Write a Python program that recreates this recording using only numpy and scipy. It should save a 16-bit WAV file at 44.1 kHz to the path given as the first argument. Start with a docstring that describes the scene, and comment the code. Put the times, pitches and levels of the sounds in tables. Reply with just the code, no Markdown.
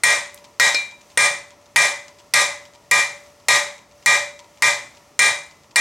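"""In a smithy, a red-hot steel bar is hammered over the edge of an anvil in steady blows.
Each impact excites the modes of anvil, bar and hammer, coloured by the spot hit, and the room answers.
Once the hammer drops back lightly on the bare anvil. Between blows the bar scrapes and scale ticks
over the low rush of the forge. A nearby camera's limiter flattens the start of every blow."""
import sys
import numpy as np
from scipy import signal
from scipy.fft import rfft, irfft, next_fast_len
from scipy.io import wavfile
from scipy.ndimage import uniform_filter1d, minimum_filter1d, map_coordinates

SR = 44100
rng = np.random.default_rng(int(sys.argv[2]) if len(sys.argv) > 2 else 0)


def log_audio(samples):
    """Write samples as a 16-bit WAV file to the path given in sys.argv[1]."""
    # one column per channel
    frames = np.atleast_2d(samples).T
    # limit to full scale, then quantise
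    limited = np.clip(frames, -1, 1)
    pcm = np.round(limited * 32767).astype(np.int16)
    wavfile.write(sys.argv[1], SR, pcm)


N = 256000

# Noise spectra. Each row: frequency in Hz, relative spectral density in dB.
FORGE_SPECTRUM = [(15, -61), (25, -34), (80, -14.5), (263, -18.5), (439, -19), (575, -20.5), (641, -18),
                  (840, -20.5), (1400, -22), (1520, -33.5), (1790, -24.5), (3820, -31.5), (6050, -27),
                  (6740, -30.5), (16000, -45.5)]
CRACK_SPECTRUM = [(30, -29), (150, -14), (450, -3.5), (1000, -4), (2100, 8.5), (3000, -1), (5500, 3),
                  (7500, 3.5), (10000, -3.5), (12500, -10.5), (15000, -17), (16800, -36)]
ECHO_SPECTRUM = [(25, -31), (70, -27), (120, -10), (240, -17), (450, -0.5), (900, 7), (1400, -2),
                 (2100, 13), (2800, -2.5), (3700, 7), (4500, 1), (7400, 4.5), (9500, -4), (15000, -26)]
FLAKE_SPECTRUM = [(2000, -16), (6000, -9), (8500, 0), (11000, -4), (16000, -12)]
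GRIT_SPECTRUM = [(400, -22), (950, 0), (1500, -10), (2400, 0), (4000, 0), (7500, -2), (9200, -18),
                 (15000, -34)]
# Hammer blows. Each row: start in seconds, force in dB, spot along the bar in cm, anvil hum in dB.
BLOW_EVENTS = [(0.0353, 1, 7.9, -2.5), (0.5978, -0.5, 2.81, -5.5), (1.174, -0.5, 8.0, -0.5),
               (1.76, 0.6, 7.44, -1), (2.3375, 0, 14.56, -1.5), (2.912, -1.35, 7.29, -1),
               (3.484, 0, 3.2, -0.5), (4.06, 0.04, 15.29, 0), (4.6222, -3, 4.68, -3.5),
               (5.1913, -0.36, 11.97, -5), (5.7588, -0.6, 15.71, -4)]
# Modes of anvil, bar and hammer, in families that are excited together.
# Each row: frequency in Hz, relative level in dB, 60 dB decay time in seconds, build-up in seconds.
HUM_MODES = [(105.8, -38, 0.38, 0.009), (163.8, -28.5, 0.22, 0.009), (565.6, -24, 0.55, 0.045),
             (581, -20, 0.57, 0.032), (583, -46, 3.4, 0.026), (841, -27, 0.44, 0.0089),
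             (969, -13, 0.1, 0.00058), (1008, -18.5, 0.37, 0.0035), (1211.5, -2, 0.24, 0.053),
             (1263, -27, 0.46, 0.028)]
CLANG_MODES = [(1629, 1, 0.21, 0.088), (1903.7, -2.5, 0.31, 0.0019), (2023, -12, 0.44, 0.00083),
               (2120, -8.5, 0.17, 0.00087)]
BELL_MODES = [(2371, -1, .35, .007), (2469, -16, .3, .005), (2928, -28, .33, .01)]
CHIME_MODES = [(3840, -20, .42, .005), (4170, -15, .05, .001), (4219, -17.5, .24, .002)]
CLASH_MODES = [(3450, -29, .33, .003), (3620, -26, .33, .005), (5290, -25, .3, .001), (5545, -21, .3, .001),
               (5960, -26, .35, .01), (6265, -25, .35, .01), (6900, -22, .14, .001), (7385, -25, .28, .001)]
PING_MODES = [(8770, -30, .3, .001), (8832, -27, .35, .001), (8880, -32, .3, .001)]
TINK_MODES = [(10750, -38, .33, .001), (10825, -36, .34, .001), (10885, -37, .33, .001)]
KNOCK_MODES = [(880, -22, .3, .008), (958, -17, .4, .008), (1023, -20, .35, .008)]
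# Reverberation of the workshop. Each row: frequency in Hz, 60 dB decay time in seconds.
ROOM_T60 = [(100, 0.62), (500, 0.34), (1000, 0.47), (3000, 0.4), (7000, .39), (10000, 0.35), (15000, 0.34)]
# Small sounds between blows. Each row: start in seconds, level in dB.
FLAKE_EVENTS = [(.3445, -25.5)]
SCRAPE_EVENTS = [(0.3757, -33), (0.443, -30.5), (0.9123, -31), (1.1169, -37.5), (1.506, -34),
                 (2.0814, -29.5), (2.1864, -33), (2.6531, -32.5), (2.7516, -39), (3.7805, -32),
                 (4.3909, -27), (5.511, -34)]
REBOUND_EVENTS = [(0.7449, -15.5)]
# Likeness of the two channels. Each row: frequency in Hz, correlation from 0 to 1.
STEREO_COHERENCE = [(60, 1), (250, .985), (600, .95), (4000, .93), (8000, .97), (12000, .99)]
# Direction of the sound. Each row: frequency in Hz, left minus right level in dB.
STEREO_BALANCE = [(250, 0), (1000, 1.5), (2000, 1.3), (4000, .4), (12000, .1)]


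def amp(db):
    """Amplitude grows tenfold for every 20 dB."""
    return 10 ** (np.asarray(db) / 20)


def along(points, hz):
    """Interpolation of (Hz, value) points on a logarithmic frequency axis."""
    frequencies, values = np.transpose(points)
    return np.interp(np.log(hz + 1), np.log(frequencies), values)


def filtered(x, response):
    """Linear filtering: the spectrum of x is multiplied by a frequency response."""
    n = x.shape[-1]
    padded = next_fast_len(n + 8192)
    return irfft(rfft(x, padded) * response(np.fft.rfftfreq(padded, 1 / SR)), padded)[..., :n]


def wobble(rate, n):
    """Smooth random modulation: a spline through rate knots a second."""
    knots = rng.standard_normal(1024)
    coarse = np.arange(0, n + 64, 64)
    return np.interp(np.arange(n), coarse, map_coordinates(knots, [coarse * rate / SR], mode="wrap"))


def noise(spectrum, n):
    """Partial coherence: coloured noise of rms 1, almost alike at two nearby points."""
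    def response(hz):
        angle = np.arccos(np.clip(along(STEREO_COHERENCE, hz), -1, 1)) / 2
        return amp(along(spectrum, hz)) * [np.cos(angle), np.sin(angle)]
    mid, side = filtered(rng.standard_normal((2, n)), response)
    pair = np.array([mid + side, mid - side])
    return pair / np.sqrt(np.mean(pair ** 2) + 1e-20)


def ripple(depth_db, size):
    """Modal overlap: countless weak modes make a random, uneven frequency response."""
    ripple_db = depth_db * rng.standard_normal(size)
    return lambda hz: amp(np.interp(np.sqrt(hz), np.linspace(0, np.sqrt(SR / 2), size), ripple_db))


def add(track, start_s, sound):
    """Superposition: a sound adds to the track from its start time."""
    part = track[:, max(round(start_s * SR), 0):][:, :sound.shape[-1]]
    part += sound[..., :part.shape[-1]]


def forge():
    """Broadband noise of the coal fire: a low rush whose hiss comes and goes a little."""
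    rush = amp(-54 + .5 * wobble(2.1, N)) * noise(FORGE_SPECTRUM, N)
    hiss = filtered(rush, lambda hz: hz ** 2 / (hz ** 2 + 1800 ** 2))
    return rush - hiss + amp(1.6 * wobble(8, N)) * hiss


def crack(t):
    """Impact noise lasts while the hammer squashes the bar; near surfaces then scatter it."""
    squash = amp(-5) * np.exp(-(t / .0069) ** 2)
    scatter = amp(-8.5 - 60 * t / .14)
    attack = 1 - np.exp(-t / .00019)
    return (squash + scatter) * attack * filtered(noise(CRACK_SPECTRUM, len(t)), ripple(4, size=40))


def ring(modes, t, flutter, flutter_hz, spread):
    """Damped modes: as reflections pile up, interference makes each waver in amplitude and phase."""
    def phasor():
        return wobble(flutter_hz, len(t)) + 1j * wobble(flutter_hz, len(t))
    out = np.zeros((2, len(t)))
    depth = flutter * (1 - np.exp(-t / .02))
    for hz, db, t60, build_s in modes:
        waver = 1 + depth * phasor()
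        side = spread * min(hz / 600, 1) * phasor()  # long waves reach both channels alike
        envelope = amp(db + rng.standard_normal() - 60 * t / t60) * (1 - np.exp(-t / build_s))
        tone = envelope * np.exp(2j * np.pi * (hz * t + rng.random()))
        out += np.real(tone * [waver + side, waver - side])
    return out


def struck(modes, spot_cm):
    """Standing waves: a mode is excited weakly near a node, and higher modes have closer nodes."""
    spacing_at_1khz_cm, share_at_node = 5.94, .03
    hz, db, t60, build_s = np.transpose(modes)
    spacing_cm = spacing_at_1khz_cm / np.sqrt(hz / 1000)
    share = share_at_node + (1 - share_at_node) * np.cos(np.pi * spot_cm / spacing_cm) ** 2
    return np.transpose([hz, db + 20 * np.log10(share), t60, build_s])


def echo(t, build_s):
    """Reverberation: the crack scatters round the workshop, swells and decays, the bass lasting longest."""
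    hz, when, spectra = signal.stft(noise(ECHO_SPECTRUM, len(t)), SR, nperseg=256)
    decay = amp(-60 * when / along(ROOM_T60, hz)[:, None])
    tail = signal.istft(spectra * decay, SR, nperseg=256)[1]
    return tail[:, :len(t)] * (1 - np.exp(-t / build_s))


def hammer(walls):
    """Impulse excitation: each blow cracks, sets the steel ringing and stirs the room."""
    out, hum_t = np.zeros((2, N)), np.arange(SR) / SR
    t = hum_t[:SR * 3 // 5]
    flash = 1 + amp(10 - 60 * t / .054)  # the highest modes arrive directly, then as a blurred echo
    for start_s, force_db, spot_cm, hum_db in BLOW_EVENTS:
        hum = ring(HUM_MODES, hum_t, flutter=.24, flutter_hz=25, spread=.12)
        steel = amp(.03) * ring(CLANG_MODES, t, flutter=.27, flutter_hz=35, spread=.13)
        steel += amp(-.5) * ring(struck(BELL_MODES, spot_cm), t, flutter=.17, flutter_hz=30, spread=.13)
        steel += amp(3.5) * ring(struck(CHIME_MODES, spot_cm), t, flutter=.35, flutter_hz=55, spread=.13)
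        steel += amp(1.5) * ring(CLASH_MODES, t, flutter=.96, flutter_hz=210, spread=.32)
        for modes, db in (PING_MODES, 11.5), (TINK_MODES, 9.5):
            shimmer = ring(struck(modes, spot_cm), t, flutter=.93, flutter_hz=120, spread=.066)
            steel += amp(db) * flash * shimmer
        room = amp(-5.5) * filtered(echo(t, build_s=.018), walls)
        contact = amp(-3 + 2.1 * force_db) * crack(t)  # grows faster with force than the ring does
        add(out, start_s, amp(force_db) * (steel + room) + contact)
        add(out, start_s, amp(hum_db) * hum)
    return out


def flake():
    """Brittle fracture: a flake of cooling scale snaps off with one bright tick."""
    out, t = np.zeros((2, N)), np.arange(SR // 8) / SR
    envelope = amp(-60 * t / .006) + amp(-26 - 60 * t / .25)
    for start_s, db in FLAKE_EVENTS:
        add(out, start_s, amp(db) * envelope * noise(FLAKE_SPECTRUM, len(t)))
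    return out


def scrapes():
    """Friction: as the tongs shift or the bar settles, each slip gives gritty ticks and a dull knock."""
    out, t = np.zeros((2, N)), np.arange(SR // 4) / SR
    settle_s, scatter_s, settle_db = .44, .06, -37  # two faint slips follow each blow
    settling = [(blow[0] + settle_s + scatter_s * late, settle_db + 2 * louder)
                for blow in BLOW_EVENTS for late, louder in rng.standard_normal((2, 2))]
    for start_s, db in list(SCRAPE_EVENTS) + settling:
        ticks = amp(-60 * t / .012) + amp(-15 - 60 * t / .17)  # the first tick, smeared by the room
        for delay_s, strength in rng.random((4, 2)) * [.012, .8]:
            ticks += strength * (t > delay_s) * amp(-60 * np.abs(t - delay_s) / .009)
        knock = amp(-4.5) * ring(KNOCK_MODES, t, flutter=.3, flutter_hz=40, spread=.1)
        grit = amp(-10.5) * ticks * noise(GRIT_SPECTRUM, len(t))
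        add(out, start_s, amp(db) * (grit + knock))
    return out


def rebound(walls):
    """Free vibration: with no soft steel under it, a light tap gives a dull crack and a clear ring."""
    out, t = np.zeros((2, N)), np.arange(SR * 3 // 5) / SR
    families = [(CLANG_MODES, -10), (BELL_MODES, 4.5), (CHIME_MODES, 12), (CLASH_MODES, -5.5)]
    for start_s, db in REBOUND_EVENTS:
        steel = sum(amp(family_db) * ring(modes, t, flutter=.23, flutter_hz=38.3, spread=.13)
                    for modes, family_db in families)
        tap = filtered(crack(t), lambda hz: 1 / (1 + (hz / 9000) ** 4))
        room = amp(-11.5) * filtered(echo(t, build_s=.017), walls)
        add(out, start_s, amp(db) * (tap + steel + room))
    return out


def scene():
    """The sources superpose, and a level difference places them a little to the left."""
    walls = ripple(depth_db=1.22, size=512)  # the same colour for every echo
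    mix = hammer(walls) + rebound(walls) + scrapes() + flake() + forge()
    return filtered(mix, lambda hz: amp(np.outer([.5, -.5], along(STEREO_BALANCE, hz))))


def limiter(x, threshold_db, release_db_per_s, grip):
    """Compression: gain drops by a share (grip) of the level above the threshold, then recovers."""
    power = np.abs(uniform_filter1d(np.mean(x ** 2, axis=0), size=130))
    needed_db = grip * np.maximum(10 * np.log10(power + 1e-12) - threshold_db, 0)
    release_db = release_db_per_s * np.arange(N) / SR
    cut_db = np.maximum.accumulate(needed_db + release_db) - release_db
    gain = minimum_filter1d(amp(-cut_db), size=25)
    return x * uniform_filter1d(gain, size=25)


def record(dry):
    """The camera limits the blows, rounds the last peaks by saturation and passes nothing above 16 kHz."""
    held = limiter(dry, threshold_db=-12, release_db_per_s=132.5, grip=.84)
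    rounded = held / (1 + (held / .85) ** 6) ** (1 / 6)
    return filtered(rounded, lambda hz: hz < 16000)


dry = scene()
out = record(dry)
log_audio(out)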